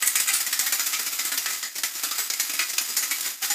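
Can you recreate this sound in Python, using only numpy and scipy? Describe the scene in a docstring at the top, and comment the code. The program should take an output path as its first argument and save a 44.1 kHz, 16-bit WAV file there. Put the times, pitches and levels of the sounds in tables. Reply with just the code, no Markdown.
"""A tin wind-up toy walks over a cloth-covered table in a small room.
Its cranked legs knock against the thin shell, fast while it is lifted, then in slower, limping steps.
Hard clacks and softer rattles are showers of tiny contacts that ring the tin, each at its own spot.
The clockwork whirrs underneath as uneven gear ticks, and some knocks leave the hollow torso humming."""
import sys
import numpy as np
from scipy import signal
from scipy.fft import rfft, irfft
from scipy.io import wavfile
from scipy.ndimage import uniform_filter1d

SR = 44100
rng = np.random.default_rng(int(sys.argv[2]) if len(sys.argv) > 2 else 0)


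def transcribe(u):
    """Save the signal u as a 16-bit wav file named by the first command-line argument.

    u: samples, shape (n,) or (channels, n), limited to [-1, 1]; the rate is SR.
    q: integer samples, one column per channel.
    """
    v = np.clip(np.atleast_2d(u).T, -1, 1)
    q = np.round(v * 32767).astype(np.int16)
    wavfile.write(sys.argv[1], SR, q)


N = 156114  # length [samples]

# strongest rings of the tin shell, before scatter: (frequency [Hz], level [dB])
TIN_RINGS = [(1280, -2), (1976, -6), (3541, -7), (4947, 3.5), (6789, -1), (7063, 4), (7854, 0.5)]
# colour of the crowd of weaker shell modes: (frequency [Hz], relative level per Hz [dB])
CROWD_COLOUR = [(70, -35.5), (290, -4.5), (520, -12), (780, -6.5), (1000, -8.5), (1300, -4), (2050, -3),
                (3200, -4.5), (5000, -2.5), (7200, -1), (10300, -6), (13000, -2), (15200, -6.5)]
# whirr of the gear train, before the dips at the strikes: (time [s], level [dB])
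WHIRR_LEVEL = [(0, -29.5), (1.55, -31), (1.66, -34), (1.71, -41.5), (1.91, -37), (1.97, -31.5),
               (2.84, -32.5), (3.28, -29.5), (3.39, -42), (3.44, -27.5)]
# hollow hum of the torso, level before its rise and fade: (time [s], frequency [Hz], level [dB])
TORSO_HUMS = [(.3, 800, -39.5), (.62, 764, -39), (3.42, 774, -37), (3.502, 815, -28.5)]
# hard strikes of the legs, level before KNOCK_DB: (time [s], level [dB], after-rattle [dB],
# body resonance [Hz], hollow body [dB], bright edge [dB])
HARD_STRIKES = [(0.023, -30, -2.5, 2000, 8, 2.5), (0.074, -27.5, -7, 2000, 2.5, 4.5),
                (0.155, -24.5, -1.5, 2090, 8, -1), (0.2, -26.5, -3.5, 2150, 2, 1),
                (0.527, -27.5, -4, 1880, 5, -2), (0.592, -24, -0.5, 2150, -3.5, -1),
                (0.723, -26, 0.5, 2270, 1.5, 0.5), (0.795, -28.5, -0.5, 1590, 7.5, -1.5),
                (1.376, -25.5, -5.5, 2070, -2, -4), (1.459, -30.5, -3.5, 1860, 6.5, -6.5),
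                (1.627, -31.5, 3, 1930, 2.5, -10), (1.834, -25.5, -14, 1980, 0.5, -7.5),
                (1.846, -30, 0, 1970, 1, -4), (2.034, -27, 1.5, 2600, 1, -4.5),
                (2.111, -29.5, -1, 1310, -1, -5), (2.3, -26.5, -6, 2180, -3.5, -9),
                (2.336, -33, -13, 2260, 3.5, -1.5), (2.398, -25.5, -3, 2100, 0, -2),
                (2.536, -32, 0, 2220, -1.5, -2), (2.592, -26, 3, 2410, 5, -3.5),
                (2.781, -23, -12, 2610, 0, -7), (2.967, -24.5, -1, 2170, -3.5, -1),
                (3.111, -28.5, -0.5, 2250, 3.5, -1), (3.208, -30.5, -21, 2200, -7, -3.5),
                (3.501, -27.5, -1.5, 1940, 3, -1.5)]
# softer rattles as the legs swing, level before KNOCK_DB: (time [s], level [dB], chatter decay [s],
# body resonance [Hz], hollow body [dB], bright edge [dB])
LEG_RATTLES = [(0.058, -32, 0.0095, 2020, -16, 6), (0.272, -27.5, 0.03, 2200, 8.5, -0.5),
               (0.33, -26.5, 0.027, 1380, 1.5, 1), (0.4, -30.5, 0.0099, 1860, 3, 1),
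               (0.462, -30.5, 0.013, 2050, 1, -1), (0.658, -29.5, 0.017, 1900, 7.5, 0.5),
               (0.859, -30, 0.011, 2220, -1, 3.5), (0.926, -27, 0.02, 2180, 1, -9),
               (0.991, -33.5, 0.006, 1990, -0.5, 1), (1.06, -31.5, 0.015, 2230, 1, -2.5),
               (1.121, -33, 0.019, 2170, 0.5, -1), (1.186, -30, 0.017, 2100, 3, -3.5),
               (1.247, -32, 0.016, 2040, 2.5, 2), (1.316, -31.5, 0.02, 1960, 4.5, -0.5),
               (1.492, -31, 0.032, 2040, -1.5, -6), (1.753, -32.5, 0.011, 2170, -4, -6),
               (1.782, -33, 0.003, 1940, -1, -3), (1.95, -34, 0.0089, 2700, -4.5, -11),
               (2.177, -28.5, 0.028, 2110, 0.5, -0.5), (2.492, -32.5, 0.017, 2400, 1.5, -1.5),
               (2.688, -31.5, 0.012, 2070, -3.5, -3.5), (2.73, -32.5, 0.013, 2100, -3.5, -5),
               (2.81, -33.5, 0.011, 2120, -1, -1), (2.882, -34.5, 0.03, 2600, -2.5, -0.5),
               (3.022, -29, 0.013, 2100, -0.5, -4.5), (3.246, -34.5, 0.037, 2030, 4.5, 0.5),
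               (3.418, -29, 0.021, 1620, 2.5, -3)]

# anchor frequencies of the tone curves
THUD_HZ, BODY_HZ, MID_HZ, EDGE_HZ, TOP_HZ, LOW_CUT_HZ = 400, 1800, 5500, 12500, 15300, 95
# tin shell
RING_S = 0.3  # length of each knock and of each ring
SHELL_T60_S, MODES_T60_S = 0.029, 0.069
MODES_DB, MODE_SCATTER_DB, MODE_DETUNE = -19.5, 3, 0.0043  # detune: share of the frequency
# room
ROOM_T60_S, ROOM_DB, ROOM_DELAY_S = 0.25, -5.5, 0.0016
# clockwork
TOOTH_HZ, TOOTH_JITTER, TOOTH_SCATTER_DB, TOOTH_T60_S = 230.3, 0.25, 4.5, 0.028  # jitter: share of a gap
SCRAPE_DB, WHIRR_THUD_DB, STALL_S, STALL_DB = -8, -8, 0.06, -1
# contacts of the legs
CONTACTS_PER_S, CONTACT_SCATTER_DB = 1300, 3
FIRST_CONTACT, REBOUND_S, AFTER_S = 0.48, 0.0032, 0.025
RISE_SHARE, LOOSE_SHARE, LOOSE_S = 0.18, 0.13, 0.027
# tone of each knock
PATCHY_DB, LIFTED_DB, LIFTED_HZ, SET_DOWN_S = 2, 6, 8600, 0.38
BODY_PEAK_DB, BODY_SPREAD, SWING_THUD_DB = 4, 1.25, -36  # spread: frequency ratio to each flank
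KNOCK_DB, KNOCK_S = 5, 0.025  # lift of all knocks; stretch whose level is set
# torso hum
BOOM_T60_S, BOOM_RISE_S = 0.18, 0.0016


def undb(db):
    """Turn decibels into an amplitude factor."""
    return 10 ** (np.asarray(db) / 20)


def unit(x):
    """Scale to unit energy."""
    return x / np.sqrt(np.sum(x ** 2) + 1e-18)


def fade(t, t60):
    """Exponential decay that falls by 60 dB in t60 seconds."""
    return np.exp(-np.log(1000) * t / t60)


def ring_time():
    """Time axis [s] of one knock or ring."""
    return np.arange(int(RING_S * SR)) / SR


def colour(x, points):
    """Minimum-phase filter through (frequency [Hz], gain [dB]) points, so nothing sounds ahead of the hit."""
    size = 4096
    hz, db = np.array(points, float).T
    grid_hz = np.arange(size // 2 + 1) * SR / size + 1
    log_gain = np.log(undb(np.interp(np.log(grid_hz), np.log(hz), db)))
    cepstrum = irfft(log_gain)[:size // 2]
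    cepstrum[1:] *= 2  # folding the cepstrum makes the filter causal
    impulse = irfft(np.exp(rfft(cepstrum, size)))
    return signal.fftconvolve(x, impulse)[:len(x)]


def even(x, size=90):
    """Smooth out chance peaks and holes of the spectrum."""
    power = uniform_filter1d(np.abs(rfft(x)) ** 2, size) + 1e-18
    hz = np.linspace(1, SR / 2, len(power))
    return colour(x, np.c_[hz, -10 * np.log10(power)])


def shell_ring(t60):
    """The tin struck at one spot: a crowd of short modes and a few longer rings, weighted anew each time."""
    t = ring_time()
    noise = rng.standard_normal(len(t)) * fade(t, t60)
    crowd = unit(colour(even(noise), CROWD_COLOUR))
    chance = np.clip(rng.standard_normal((len(TIN_RINGS), 3)), -2, 2)
    rings = np.zeros(len(t))
    for (hz, db), (weight, phase, detune) in zip(TIN_RINGS, chance):
        cycles = hz * (1 + MODE_DETUNE * detune) * t + phase
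        rings += undb(db + MODE_SCATTER_DB * weight) * np.sin(2 * np.pi * cycles)
    return crowd + undb(MODES_DB) * rings * np.sqrt(2) * unit(fade(t, MODES_T60_S))


def room(x):
    """Short, dense reflections of a small furnished room, drawn anew for each sound."""
    t = ring_time()
    build_up = 1 - np.exp(-t / ROOM_DELAY_S)
    tail = unit(rng.standard_normal(len(t)) * fade(t, ROOM_T60_S) * build_up)
    return x + undb(ROOM_DB) * signal.fftconvolve(x, tail)[:len(x)]


def clockwork(count=1500, spots=12):
    """Gear teeth tick unevenly at several spots of the shell, and labour just before each hard strike."""
    gap, size, sign = rng.standard_normal((count, 3)).T
    at = (np.cumsum(np.abs(1 + TOOTH_JITTER * gap)) * SR / TOOTH_HZ).astype(int)
    strength = np.sign(sign) * undb(TOOTH_SCATTER_DB * np.clip(size, -2, 1))
    whirr = np.zeros(N)
    for k in range(spots):  # the spots take the teeth in turn
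        ticks = np.bincount(at[k::spots], strength[k::spots], N)[:N]
        scrape = unit(rng.standard_normal(N))
        force = unit(ticks) + undb(SCRAPE_DB) * scrape
        whirr += signal.fftconvolve(force, room(shell_ring(TOOTH_T60_S)))[:N]
    whirr = colour(whirr, [(THUD_HZ, WHIRR_THUD_DB), (BODY_HZ, 0)])
    t = np.arange(N) / SR
    load = sum(np.exp(-((t - strike[0]) / STALL_S + 0.5) ** 2) for strike in HARD_STRIKES)
    level_db = np.interp(t, *np.array(WHIRR_LEVEL).T) + STALL_DB * load
    return whirr / whirr.std() * undb(level_db)


def contacts(envelope):
    """A shower of tiny contacts of uneven strength, pushing either way."""
    size = len(envelope)
    hits = (rng.random(size) < CONTACTS_PER_S / SR) * np.sign(rng.standard_normal(size))
    scatter = undb(CONTACT_SCATTER_DB * np.clip(rng.standard_normal(size), -2, 2))
    return unit(hits * envelope * scatter)


def clack(loose_db):
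    """A hard first contact, a few quick rebounds, then loose parts rattle on."""
    t = ring_time()
    rebound = np.exp(-t / REBOUND_S)
    loose = np.exp(-t / AFTER_S) * (1 - rebound)
    force = contacts(rebound) + undb(loose_db) * contacts(loose)
    force[0] += FIRST_CONTACT
    return force


def rattle(chatter_s):
    """Tiny contacts swell and die away, more gently in slow swings."""
    t = ring_time()
    rise = 1 - np.exp(-t / (RISE_SHARE * chatter_s))
    decay = np.exp(-t / chatter_s) + LOOSE_SHARE * np.exp(-t / LOOSE_S)
    return contacts(rise * decay)


def spot_colour(x, start, count=20):
    """Each spot favours its own treble modes; held in the air, the toy rings brighter."""
    patch_db = PATCHY_DB * np.clip(rng.standard_normal(count), -2, 2)
    patches = np.c_[np.geomspace(BODY_HZ, TOP_HZ, count), patch_db]
    lifted = [(MID_HZ, 0), (LIFTED_HZ, LIFTED_DB * (start < SET_DOWN_S)), (EDGE_HZ, 0)]
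    return colour(colour(x, patches), lifted)


def add_knock(out, force, start, db, body_hz, body_db, edge_db):
    """A force rings the shell; each spot has its own body resonance and brightness."""
    ringing = signal.fftconvolve(even(force), shell_ring(SHELL_T60_S))[:len(force)]
    sound = spot_colour(ringing, start)
    sound = sound / np.sqrt(np.mean(sound[:int(KNOCK_S * SR)] ** 2))
    flank_db = body_db - BODY_PEAK_DB
    sound = colour(sound, [
        (THUD_HZ, SWING_THUD_DB - db),  # offsets the knock's level, so the thump stays about equal
        (body_hz / BODY_SPREAD, flank_db),
        (body_hz, body_db + BODY_PEAK_DB),
        (body_hz * BODY_SPREAD, flank_db),
        (MID_HZ, 0),
        (EDGE_HZ, edge_db)])
    i = int(start * SR)
    out[i:i + len(sound)] += undb(db + KNOCK_DB) * room(sound)


def legs():
    """Hard strikes and softer rattles; every one thumps the table about equally."""
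    out = np.zeros(N + SR)
    for start, db, loose_db, *tone in HARD_STRIKES:
        add_knock(out, clack(loose_db), start, db, *tone)
    for start, db, chatter_s, *tone in LEG_RATTLES:
        add_knock(out, rattle(chatter_s), start, db, *tone)
    return out[:N]


def torso():
    """Now and then the lowest mode of the hollow body is set ringing: a sine with a quick rise and a fade."""
    out = np.zeros(N)
    for start, hz, db in TORSO_HUMS:
        t = np.maximum(np.arange(N) / SR - start, 0)
        rise = 1 - np.exp(-t / BOOM_RISE_S)
        out += undb(db) * np.sin(2 * np.pi * hz * t) * fade(t, BOOM_T60_S) * rise
    return out


def scene():
    """The whirr, the knocking legs and the humming torso together, in one channel."""
    return (clockwork() + legs() + torso())[None]


def record(dry):
    """Thin the bass and cut the top steeply."""
    low_cut = signal.butter(2, LOW_CUT_HZ, "high", fs=SR, output="sos")
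    top_cut = signal.ellip(12, 0.2, 80, TOP_HZ, fs=SR, output="sos")
    return signal.sosfilt(top_cut, signal.sosfilt(low_cut, dry))


dry = scene()
out = record(dry)
transcribe(out)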